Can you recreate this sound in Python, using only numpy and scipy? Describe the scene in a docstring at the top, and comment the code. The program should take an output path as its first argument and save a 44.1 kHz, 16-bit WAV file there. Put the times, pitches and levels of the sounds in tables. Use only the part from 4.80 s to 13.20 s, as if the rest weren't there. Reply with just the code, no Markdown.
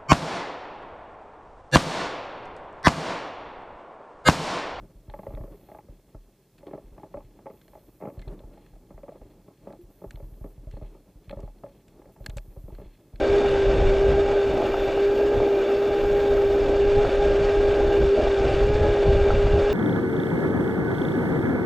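"""On the bow deck of a kayak under steady paddling, inside a camera's sealed waterproof case.
Wavelets thump the hull as low, quickly settling swings; slaps ring its panels and leave froth and bubbles;
air pockets plop as decaying tones. Drops tick on the case as a blow and a burst of spatter, water runs along
the hull and the paddle's splash comes through muffled, both as shaped noise. The camera adds steady hiss
and a treble buzz of fuzzy spikes in bursts."""
import sys
import numpy as np
from scipy import signal
from scipy.fft import rfft, irfft, next_fast_len
from scipy.io import wavfile
from scipy.ndimage import uniform_filter1d, map_coordinates

SR = 44100
rng = np.random.default_rng(int(sys.argv[2]) if len(sys.argv) > 2 else 0)


def master(y):
    """Save y as 16-bit WAV."""
    cut = np.clip(np.atleast_2d(y).T, -1, 1)
    pcm = np.round(cut * 32767)  # scale
    wavfile.write(sys.argv[1], SR, pcm.astype(np.int16))


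def level_to_linear(level):
    """Convert decibel levels to linear amplitude factors, elementwise."""
    exponent = np.asarray(level, float) / 20
    return 10 ** exponent


N = 370440
HZ = np.fft.rfftfreq(8192, 1 / SR)  # frequency grid of the short struck sounds

# water slapping the hull: (time of the peak [s], level [dB], struck panel's pitch [Hz])
SLAP_EVENTS = [(0.283, -44.5, 440), (0.2999, -42.5, 720), (0.343, -30.5, 800), (0.395, -31.5, 504),
               (0.4369, -38, 800), (0.4718, -31.5, 586), (0.51, -38, 706), (0.542, -40, 564),
               (0.578, -33, 600), (0.6147, -39.5, 610), (0.6421, -34.5, 510), (0.682, -41, 540),
               (0.747, -39.5, 398), (0.8923, -39.5, 666), (0.9199, -36.5, 684), (0.952, -35.5, 710),
               (0.991, -37.5, 780), (1.089, -44.5, 480), (1.351, -38, 483), (1.8347, -41.5, 580),
               (1.872, -33, 420), (1.8853, -35.5, 480), (1.915, -35, 436), (1.9384, -27.5, 536),
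               (1.9517, -29.5, 403), (1.982, -35.5, 600), (2.1843, -39, 760), (2.2378, -33.5, 546),
               (2.346, -28, 575), (2.3757, -32.5, 550), (2.41, -46, 840), (2.594, -46, 805),
               (2.663, -31.5, 556), (2.6708, -35.5, 800), (2.705, -34.5, 507), (2.885, -52.5, 836),
               (2.938, -43.5, 755), (2.957, -40, 720), (2.977, -42, 487), (3.207, -43, 600),
               (3.2167, -38, 595), (3.2264, -28.5, 480), (3.2386, -26.5, 467), (3.2579, -26.5, 484),
               (3.277, -26, 475), (3.2905, -31, 510), (3.324, -43, 300), (3.3744, -44.5, 580),
               (3.48, -34, 446), (3.55, -47, 410), (3.581, -42, 400), (3.607, -39, 497), (3.64, -44, 490),
               (3.715, -54, 605), (3.778, -44.5, 694), (3.94, -53, 700), (3.965, -52, 640),
               (4.1102, -37, 415), (4.147, -53, 700), (4.1822, -39, 740), (4.2378, -38.5, 580),
               (4.2863, -36, 576), (4.2947, -32, 565), (4.325, -42, 624), (4.36, -39.5, 463),
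               (4.42, -42.5, 510), (4.54, -56.5, 820), (4.686, -37.5, 400), (4.8753, -30.5, 520),
               (4.908, -35, 550), (4.938, -39, 556), (5.2229, -35, 450), (5.245, -29.5, 460),
               (5.3769, -44, 617), (5.405, -38.5, 530), (5.6135, -46, 530), (5.6468, -32, 500),
               (5.664, -40, 496), (5.781, -53, 500), (5.874, -46, 600), (5.942, -42.5, 453),
               (5.973, -38, 480), (6.0177, -37, 456), (6.0276, -40, 610), (6.1544, -41, 465),
               (6.5102, -33.5, 570), (6.5316, -29, 503), (6.5753, -34, 464), (6.5969, -34.5, 476),
               (6.6356, -34, 403), (6.681, -42, 730), (6.841, -32.5, 596), (7.222, -48.5, 880),
               (7.26, -43, 540), (7.298, -50, 610), (7.367, -47.5, 860), (7.408, -45, 570),
               (7.465, -47, 606), (7.5, -43, 600), (7.574, -34, 570), (7.7678, -42, 480),
               (7.8859, -36, 407), (7.927, -39.5, 400), (7.9881, -36, 465), (8.003, -38.5, 500),
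               (8.019, -36.5, 450), (8.04, -46, 350), (8.062, -45, 348)]
# resonances of the hull panels: (centre [Hz], width [Hz], relative level [dB])
HULL_MODES = [(116, 18.6, 10), (190, 35, 6.5), (295.5, 31.7, 2), (400, 54.4, -1.5), (565, 40.3, -2),
              (643.2, 43, -3.5), (843, 46.3, -2.5), (1143, 186, -12), (1343, 83, -14)]
# resonances of the camera case: (centre [Hz], width [Hz], relative level [dB])
CASE_MODES = [(1663, 227, -2), (2167, 326, -2), (2624, 310, -2.5), (3375, 400, -5), (4240, 210, -4.5)]
CHURN_T60_S = 0.2  # froth dies away at this rate, and later bubbles are weaker by it


def unit(x):
    """Scaled to rms 1."""
    return x / np.sqrt(np.mean(x ** 2) + 1e-20)


def along(points, hz):
    """(Hz, value) points read on a log frequency axis."""
    f, v = np.transpose(points)
    return np.interp(np.log(hz + 1), np.log(f + 1), v)


def wobble(rate):
    """A smooth random curve, rate knots a second."""
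    knots = rng.standard_normal(int(N * rate / SR) + 4)
    return map_coordinates(knots, [np.arange(N) * rate / SR])


def filtered(x, response):
    """x shaped by a real or complex response of frequency."""
    m = next_fast_len(N + 8192)
    return irfft(rfft(x, m) * response(np.fft.rfftfreq(m, 1 / SR)), m)[..., :N]


def modes(table, f):
    """Causal response of a set of resonances, alternating in sign."""
    return sum((-1) ** k * level_to_linear(db) * 1j * f * w / (c * c - f * f + 1j * f * w)
               for k, (c, w, db) in enumerate(table))


def place(times, sounds):
    """Each sound laid down at its time and summed."""
    starts = np.round(np.asarray(times) * SR).astype(int)[:, None]
    at = starts + np.arange(sounds.shape[1])
    return np.bincount(at.clip(0).ravel(), sounds.ravel(), N + SR)[:N]


def struck(contact_s, response, rise_s, blow):
    """A sharp blow, then noisy spatter fading over contact_s, through one response each; about peak 1."""
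    t = np.arange(2 * len(HZ) - 2) / SR
    spatter = (1 - np.exp(-t / rise_s)) * np.exp(-t / np.clip(contact_s, 2e-4, .03))
    push = spatter * rng.standard_normal((len(response), len(t)))
    push[:, 0] = blow
    rung = irfft(rfft(push) * response)
    power = uniform_filter1d(rung ** 2, size=90, axis=1)
    return rung / np.sqrt(2 * power.max(axis=1, keepdims=True))


def thumps():
    """A bending wave down the hull: high parts come first, then the camera mount swings at its own pitch."""
    # wavelets jolting the bow: (time [s], level [dB], extra turns of the first quick swing [cycles])
    jolts = [(0.0, -37.5, 0.41), (0.156, -36.5, 0.4), (0.2846, -29.5, 0.72), (0.483, -29.5, 0.67),
             (0.54, -22, 0.45), (0.606, -24.5, 0.58), (1.093, -32, 0.47), (1.347, -32.5, 0.95),
             (2.0452, -35.5, 0.32), (2.117, -37, 0.71), (2.357, -34.5, 0.45), (2.4473, -40.5, 0.57),
             (3.377, -25.5, 0.68), (3.473, -25.5, 0.5), (3.643, -29.5, 0.42), (3.933, -36, 0.29),
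             (4.1442, -34, 0.47), (4.412, -35.5, 0.49), (5.0365, -38.5, 0.52), (5.2636, -31.5, .5),
             (5.343, -28.5, 0.59), (5.427, -27, 0.6), (5.523, -32.5, 0.53), (5.6128, -25.5, 0.48),
             (5.7794, -31.5, 0.62), (5.871, -25, 0.46), (5.936, -25.5, 0.64), (6.023, -25, 0.49),
             (6.357, -36, 0.47), (6.4803, -31, 0.57), (6.568, -26, 0.5), (6.6353, -23.5, 0.57),
             (7.4075, -30.5, .5), (7.4867, -23, 0.89), (7.5647, -21, 0.46), (7.6807, -33, 0.65),
             (7.773, -27.5, 0.51), (7.84, -27.5, 0.65), (7.925, -26, 0.42), (7.9956, -31, 0.49),
             (8.06, -30, 0.31), (8.3368, -28.5, 0.59)]
    rebound_s, rebound_spread_s, rebound_db = 0.0337, .008, -16.5  # the bow drops back after each jolt
    s, db, extra = np.transpose(jolts)
    luck = rng.standard_normal((len(s), 2))
    back_s = s + rebound_s + rebound_spread_s * luck[:, 0]
    back_db = db + rebound_db + 3 * luck[:, 1]
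    s, db, extra = np.r_[s, back_s], np.r_[db, back_db], np.r_[extra, extra]

    t = np.arange(SR // 4) / SR
    turns = 37.5 * t + extra[:, None] * (1 - np.exp(-t / 0.004))  # settles to 37.5 Hz
    fade = 0.44 * level_to_linear(-60 * t / 0.41) + 0.63 * level_to_linear(-60 * t / 0.087)
    swing = -np.sin(2 * np.pi * turns) * fade * (1 - np.exp(-t / 0.0092))
    # the deck's lowest mode joins in
    deck = -.25 * np.sin(2 * np.pi * 115 * t) * level_to_linear(-60 * t / .1)
    deck = deck * level_to_linear(rng.normal(0, 1, (len(s), 1)))
    return place(s, level_to_linear(db)[:, None] * (swing + deck))


def slaps():
    """Each slap rings the panels at new strengths, those near the struck pitch most; the case rings along."""
    rise_s = .007  # from contact to peak
    slosh_s, slosh_spread_s, slosh_db = .02, .006, -13  # a weaker slosh follows each slap
    treble_db, treble_per_octave_db, treble_scatter_db = -25.5, 15, 2.5  # case ring against hull ring
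    mid_panel_hz = 550  # panels above this pass more treble
    below_panel = 0.4  # a slap hardly moves the hull under this share of the struck pitch
    s, db, hz = np.transpose(SLAP_EVENTS)[:, :, None]
    late, size, aside = rng.standard_normal((len(s), 3, 1)).transpose(1, 0, 2)
    s = np.r_[s, s + slosh_s + slosh_spread_s * late]
    db = np.r_[db, db + slosh_db + 2.5 * size]
    hz = np.r_[hz, hz * np.exp(.12 * aside)]

    scatter_db = rng.normal(0, 2.44, (len(s), len(HULL_MODES), 1))
    panels = [(c, w, level + scatter_db[:, k]) for k, (c, w, level) in enumerate(HULL_MODES)]
    low = 1j * HZ / (below_panel * hz)
    low_cut = low ** 2 / (1 + 1.22 * low + low ** 2)
    nearness = (0.26 + modes([(hz, 0.33 * hz, 0)], HZ)) * low_cut
    delay = np.exp(-2j * np.pi * HZ * 0.00159)  # 1.59 ms
    hull = modes(panels, HZ) * nearness * delay / (1 + 1j * HZ / 2000) ** 2
    hull_ring = struck(0.0057, hull, rise_s=0.0014, blow=13)

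    x, y = HZ / 1500, HZ / 2200
    band = (1j * x) ** 2 / (1 + 1j * x - x ** 2) / (1 + .8j * y - y ** 2) ** 3  # keeps the lower case modes
    case = modes(CASE_MODES, HZ) * band * np.ones_like(hz)
    case_ring = struck(0.0042, case, rise_s=0.0012, blow=0.43)
    case_db = treble_db + treble_per_octave_db * np.log2(hz / mid_panel_hz)
    case_db = case_db + rng.normal(0, treble_scatter_db, s.shape)
    return place(s[:, 0] - rise_s, level_to_linear(db) * (hull_ring + level_to_linear(case_db) * case_ring))


def froth():
    """After each slap the churned water keeps shaking the panels and case and dies away smoothly."""
    froth_db, spray_db = -21.5, -31  # under the slap's level; brighter spray under the froth's body
    s, db, _ = np.transpose(SLAP_EVENTS)
    t = np.arange(SR // 4) / SR
    fade = level_to_linear(db[:, None] + froth_db - 60 * t / CHURN_T60_S)
    energy = place(s, fade ** 2 * (1 - np.exp(-t / 0.00067)))
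    churn = level_to_linear(4.5 * wobble(120)) * rng.standard_normal((2, N))

    def body_shape(f):
        return modes(HULL_MODES, f) * f ** 2 / (f ** 2 + 330 ** 2) / (1 + (f / 1500) ** 4)

    def spray_shape(f):
        return modes(CASE_MODES, f) * f ** 4 / (f ** 4 + 1300 ** 4) / (1 + (f / 2500) ** 8)

    body = unit(filtered(churn[0], body_shape))
    spray = unit(filtered(churn[1], spray_shape))
    return np.sqrt(energy) * (body + level_to_linear(spray_db) * spray)


def bubbles():
    """Each slap leaves four gurgling bubbles, weaker the later they come, their pitch gliding up."""
    bubble_db, mid_hz, pitch_spread = -17, 480, .3  # under the slap's level; spread in log pitch
    late_spread_s, life_cycles, rise = 0.028, 5, .25  # pitch rises by this share over life_cycles
    s, db, _ = np.repeat(SLAP_EVENTS, repeats=4, axis=0).T[:, :, None]
    late, size, pitch = rng.standard_normal((len(s), 3, 1)).transpose(1, 0, 2)
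    late_s = .012 + late_spread_s * np.abs(late)
    cycles = mid_hz * np.exp(pitch_spread * pitch) * np.arange(SR // 25) / SR
    tone = np.sin(2 * np.pi * cycles * (1 + rise * cycles / (2 * life_cycles)))
    length = cycles.shape[1]
    fade_out = np.hanning(2 * length)[length:]
    life = (1 - np.exp(-cycles)) * level_to_linear(-25 * cycles / life_cycles) * fade_out
    level = level_to_linear(db + bubble_db + 1.3 * size - 60 * late_s / CHURN_T60_S)
    return place((s + late_s)[:, 0], level * tone * life)


def plops():
    """Each air pocket under the hull rings one soft-starting tone that flutters in the moving water."""
    # air pockets ringing out: (time [s], level [dB], pitch [Hz], fall by 60 dB [s])
    pockets = [(.466, -33.5, 551, 0.14), (.574, -39, 610, 0.1), (1.938, -32, 622, 0.054),
               (2.233, -46, 590, 0.053), (2.373, -37, 573, 0.063), (2.66, -37.5, 538, 0.15),
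               (2.665, -39, 854, 0.15), (3.428, -50.5, 2060, 0.08), (3.485, -44, 367, 0.19),
               (4.232, -32.5, 562, 0.055), (4.285, -43, 556, 0.077), (4.868, -40, 566, 0.14),
               (4.99, -37, 349, 0.17), (6.838, -36, 562, 0.18), (6.871, -37, 558, 0.12)]
    rise_s, flutter_db = 0.0025, 2.5
    s, db, hz, t60 = np.transpose(pockets)[:, :, None]
    t = np.arange(SR // 4) / SR
    tones = np.sin(2 * np.pi * hz * t) * (1 - np.exp(-t / rise_s)) * level_to_linear(db - 60 * t / t60)
    return level_to_linear(flutter_db * wobble(70)) * place(s[:, 0], tones)


def drops():
    """A drop clicks on the case and knocks the deck under it; the sharpest crack up to the top treble."""
    # drops striking the case: (time [s], level [dB], crack against case ring [dB], spatter length [s])
    hits = [(0.299, -47, -26, 0.0015), (0.5496, -49, -30, 0.0011), (1.7808, -56, -11, 0.0087),
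            (1.8673, -52.5, -19, 0.0073), (2.8138, -54.5, -14, 0.0042), (2.8801, -55.5, -9, 0.003),
            (3.392, -49.5, -15, 0.006), (3.4165, -52, -13, 0.0023), (3.421, -50.5, -21, .003),
            (3.4787, -48, -31, 0.005), (3.592, -53.5, -28, 0.0019), (3.863, -55, -13, 0.0021),
            (4.9255, -55, -13, 0.0022), (5.3076, -41, -11, 0.003), (5.3573, -50, -36, 0.0023),
            (5.912, -55, -7, 0.0028), (6.495, -40, -24, 0.0022), (6.5106, -43, -40, 0.002),
            (6.6035, -55, 5, 0.003), (7.082, -54, 13, 0.0024), (7.442, -50.5, -27, 0.0025),
            (7.4621, -29, -8, 0.0022), (7.497, -43.5, 3, 0.00038), (7.5, -42.5, -13, 0.00091),
            (7.503, -49, -30, 0.0024), (7.57, -40, 24, 0.0064), (7.5823, -37.5, -15, 0.0012),
            (7.59, -52, 0, 0.001), (7.949, -53, -15, 0.005), (8.358, -50.5, -18, 0.0022)]
    # the case's foot, a dull thud: (centre [Hz], width [Hz], relative level [dB])
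    foot = (950, 720, -8.5)
    wet_damping = 1.14  # a wet drop widens the case's modes
    node_db = -2  # and stirs its third mode less
    knock_db = 0.5
    s, db, top_db, contact_s = np.transpose(hits)[:, :, None]
    crack = 1j * HZ / (600 + 1j * HZ) / (1 + 1j * HZ / 6000) ** 2
    crack = crack * (1 + 1.06 * modes([(7500, 1000, 0)], HZ))
    wet_case = [(c, wet_damping * w, level + node_db * (k == 2))
                for k, (c, w, level) in enumerate(CASE_MODES)]
    knock = level_to_linear(knock_db) * modes(HULL_MODES + [foot], HZ)
    response = modes(wet_case, HZ) + level_to_linear(top_db) * crack + knock
    return place(s[:, 0], level_to_linear(db) * struck(contact_s, response, rise_s=0.000087, blow=3.1))


def running_water():
    """Flow shakes the hull as a wavering noise bed plus many tiny random slaps."""
    # water running along the hull: (time [s], level [dB])
    flow_level = [(0.0, -52.5), (0.3, -59), (0.51, -49), (1.45, -61), (1.78, -61.5), (2.06, -53),
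                  (3.21, -60), (3.46, -50.5), (3.7, -53), (3.84, -57), (4.26, -54), (4.45, -57),
                  (5.59, -56.5), (6.3, -58), (6.6, -59), (7.0, -54.5), (7.3, -54), (7.7, -59), (8.02, -59),
                  (8.4, -57)]
    # spectrum of the bed ahead of the hull's ring: (frequency [Hz], relative density [dB per Hz])
    wash = [(20, -24.5), (40, 7), (70, -6), (120, -14.5), (350, -5.5), (600, -13), (900, -20.5),
            (1600, -30.5), (5000, -47.5)]
    strength = level_to_linear(np.interp(np.arange(N) / SR, *np.transpose(flow_level)))
    bed = level_to_linear(1.5 * wobble(10) + 3.2 * wobble(45)) * rng.standard_normal(N)
    taps = (rng.random(N) < 600 / SR) * rng.standard_normal(N)  # about 600 a second

    def bed_shape(f):
        return level_to_linear(along(wash, f)) * (1 + 0.9 * np.abs(modes(HULL_MODES, f)))

    flow = unit(filtered(bed, bed_shape))
    patter = unit(filtered(strength * taps, lambda f: modes(HULL_MODES, f) / (1 + 1j * f / 700) ** 2))
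    return strength * flow + level_to_linear(-61.5) * patter


def paddle_splash():
    """Droplets of each stroke's splash feed the case's modes, over a faint trickle between strokes."""
    # the blade in the water, entering or leaving: (start [s], length [s], splash level [dB])
    strokes = [(0.298, 0.19, -80.5), (0.713, 0.19, -82), (1.776, 0.33, -87), (2.19, 0.22, -85),
               (2.69, 0.28, -89), (3.358, 0.088, -84), (3.718, 0.17, -80), (4.233, 0.15, -88),
               (4.73, 0.28, -89), (5.899, 0.2, -75), (6.43, 0.21, -79), (6.88, 0.21, -83),
               (7.918, 0.22, -75.5)]
    rise_s, fall_s, trickle_db = 0.0056, 0.079, -79.5
    now = np.arange(N) / SR
    droplets = level_to_linear(1.5 * wobble(25) + 2.5 * wobble(150)) * rng.standard_normal(N)

    def muffled(f):
        return np.abs(modes(CASE_MODES, f)) ** 1.84 * (f / 3000) / (1 + (f / 4800) ** 8)

    level = level_to_linear(trickle_db)
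    for s, length, db in strokes:
        corners = np.cumsum([s, rise_s, length, fall_s])
        level = level + level_to_linear(db) * np.interp(now, corners, [0, 1, 1, 0])
    return level * unit(filtered(droplets, muffled))


def hiss():
    """Steady electrical noise, nearly alike in both channels low down and less so in the treble."""
    # spectrum: (frequency [Hz], relative density [dB per Hz])
    spectrum = [(300, 3.5), (1000, 3), (2500, -4), (5000, 0), (9800, -1.5), (14000, -0.5), (14800, 2),
                (16000, -11)]
    # likeness of the two channels: (frequency [Hz], likeness [0-1])
    alike = [(400, 0.98), (1500, 1), (7000, 0.47), (15000, 0.38)]
    # right channel over left: (frequency [Hz], difference [dB])
    lean = [(4000, 0), (8000, 2), (15000, 1.5)]

    def mid_side(f):
        turn = np.arccos(np.clip(along(alike, f), 0, 1)) / 2
        return level_to_linear(along(spectrum, f)) * [np.cos(turn), np.sin(turn)]

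    mid, side = filtered(rng.standard_normal((2, N)), mid_side)
    both = np.array([mid + side, mid - side])
    return level_to_linear(-71.5) * unit(filtered(both, lambda f: level_to_linear(along(lean, f) * [[-.5], [.5]])))


def buzz():
    """A treble buzz of 133 fuzzy spikes a second that comes in bursts, stronger on the right."""
    # buzz bursts: (start [s], end [s])
    bursts = [(.33, .995), (2.71, 3.37), (5.013, 5.04), (5.1, 5.73), (7.318, 7.346), (7.395, 8.02)]
    # buzz bands: (centre [Hz], width [Hz], relative level [dB])
    bands = [(6050, 400, -6), (6950, 400, -6), (8400, 550, -4.5), (9500, 350, -3.5), (10000, 300, -7),
             (10550, 350, -2.5), (11050, 350, -3), (11650, 450, 0), (12200, 650, 0), (13050, 250, -1),
             (13700, 800, -1), (15150, 350, 0)]
    now = np.arange(N) / SR
    on = sum((now > a) & (now < b) for a, b in bursts)
    starts = np.arange(0, N / SR, 1 / 133)
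    jittered = starts + rng.normal(0, 5e-5, len(starts))
    spikes = place(jittered, np.full((len(starts), 1), 8.))
    fuzz = (.2 + .6 * np.exp(-(now * 133 % 1) / .25)) * rng.standard_normal(N)  # thickest after each spike

    def treble(f):
        return np.sqrt(sum(np.abs(modes([band], f)) ** 4 for band in bands))

    return on * unit(filtered(spikes + fuzz, treble)) * level_to_linear([[-77], [-70]])


def scene():
    """One microphone inside the case feeds both channels; the electrical noise differs between them."""
    hull = thumps() + slaps() + froth() + bubbles() + plops()
    return hull + drops() + running_water() + paddle_splash() + hiss() + buzz()


def top_cut(x):
    """Nothing passes above the cut-off."""
    return signal.sosfilt(signal.butter(12, 16530, fs=SR, output="sos"), x)


def record(dry):
    """The camera keeps little above 15 kHz: a steep treble cut with a faint remainder."""
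    mix = filtered(dry, lambda f: 1 / (1 + (f / 15260) ** 300) + 0.0069)
    return top_cut(mix)


dry = scene()
out = record(dry)
master(out)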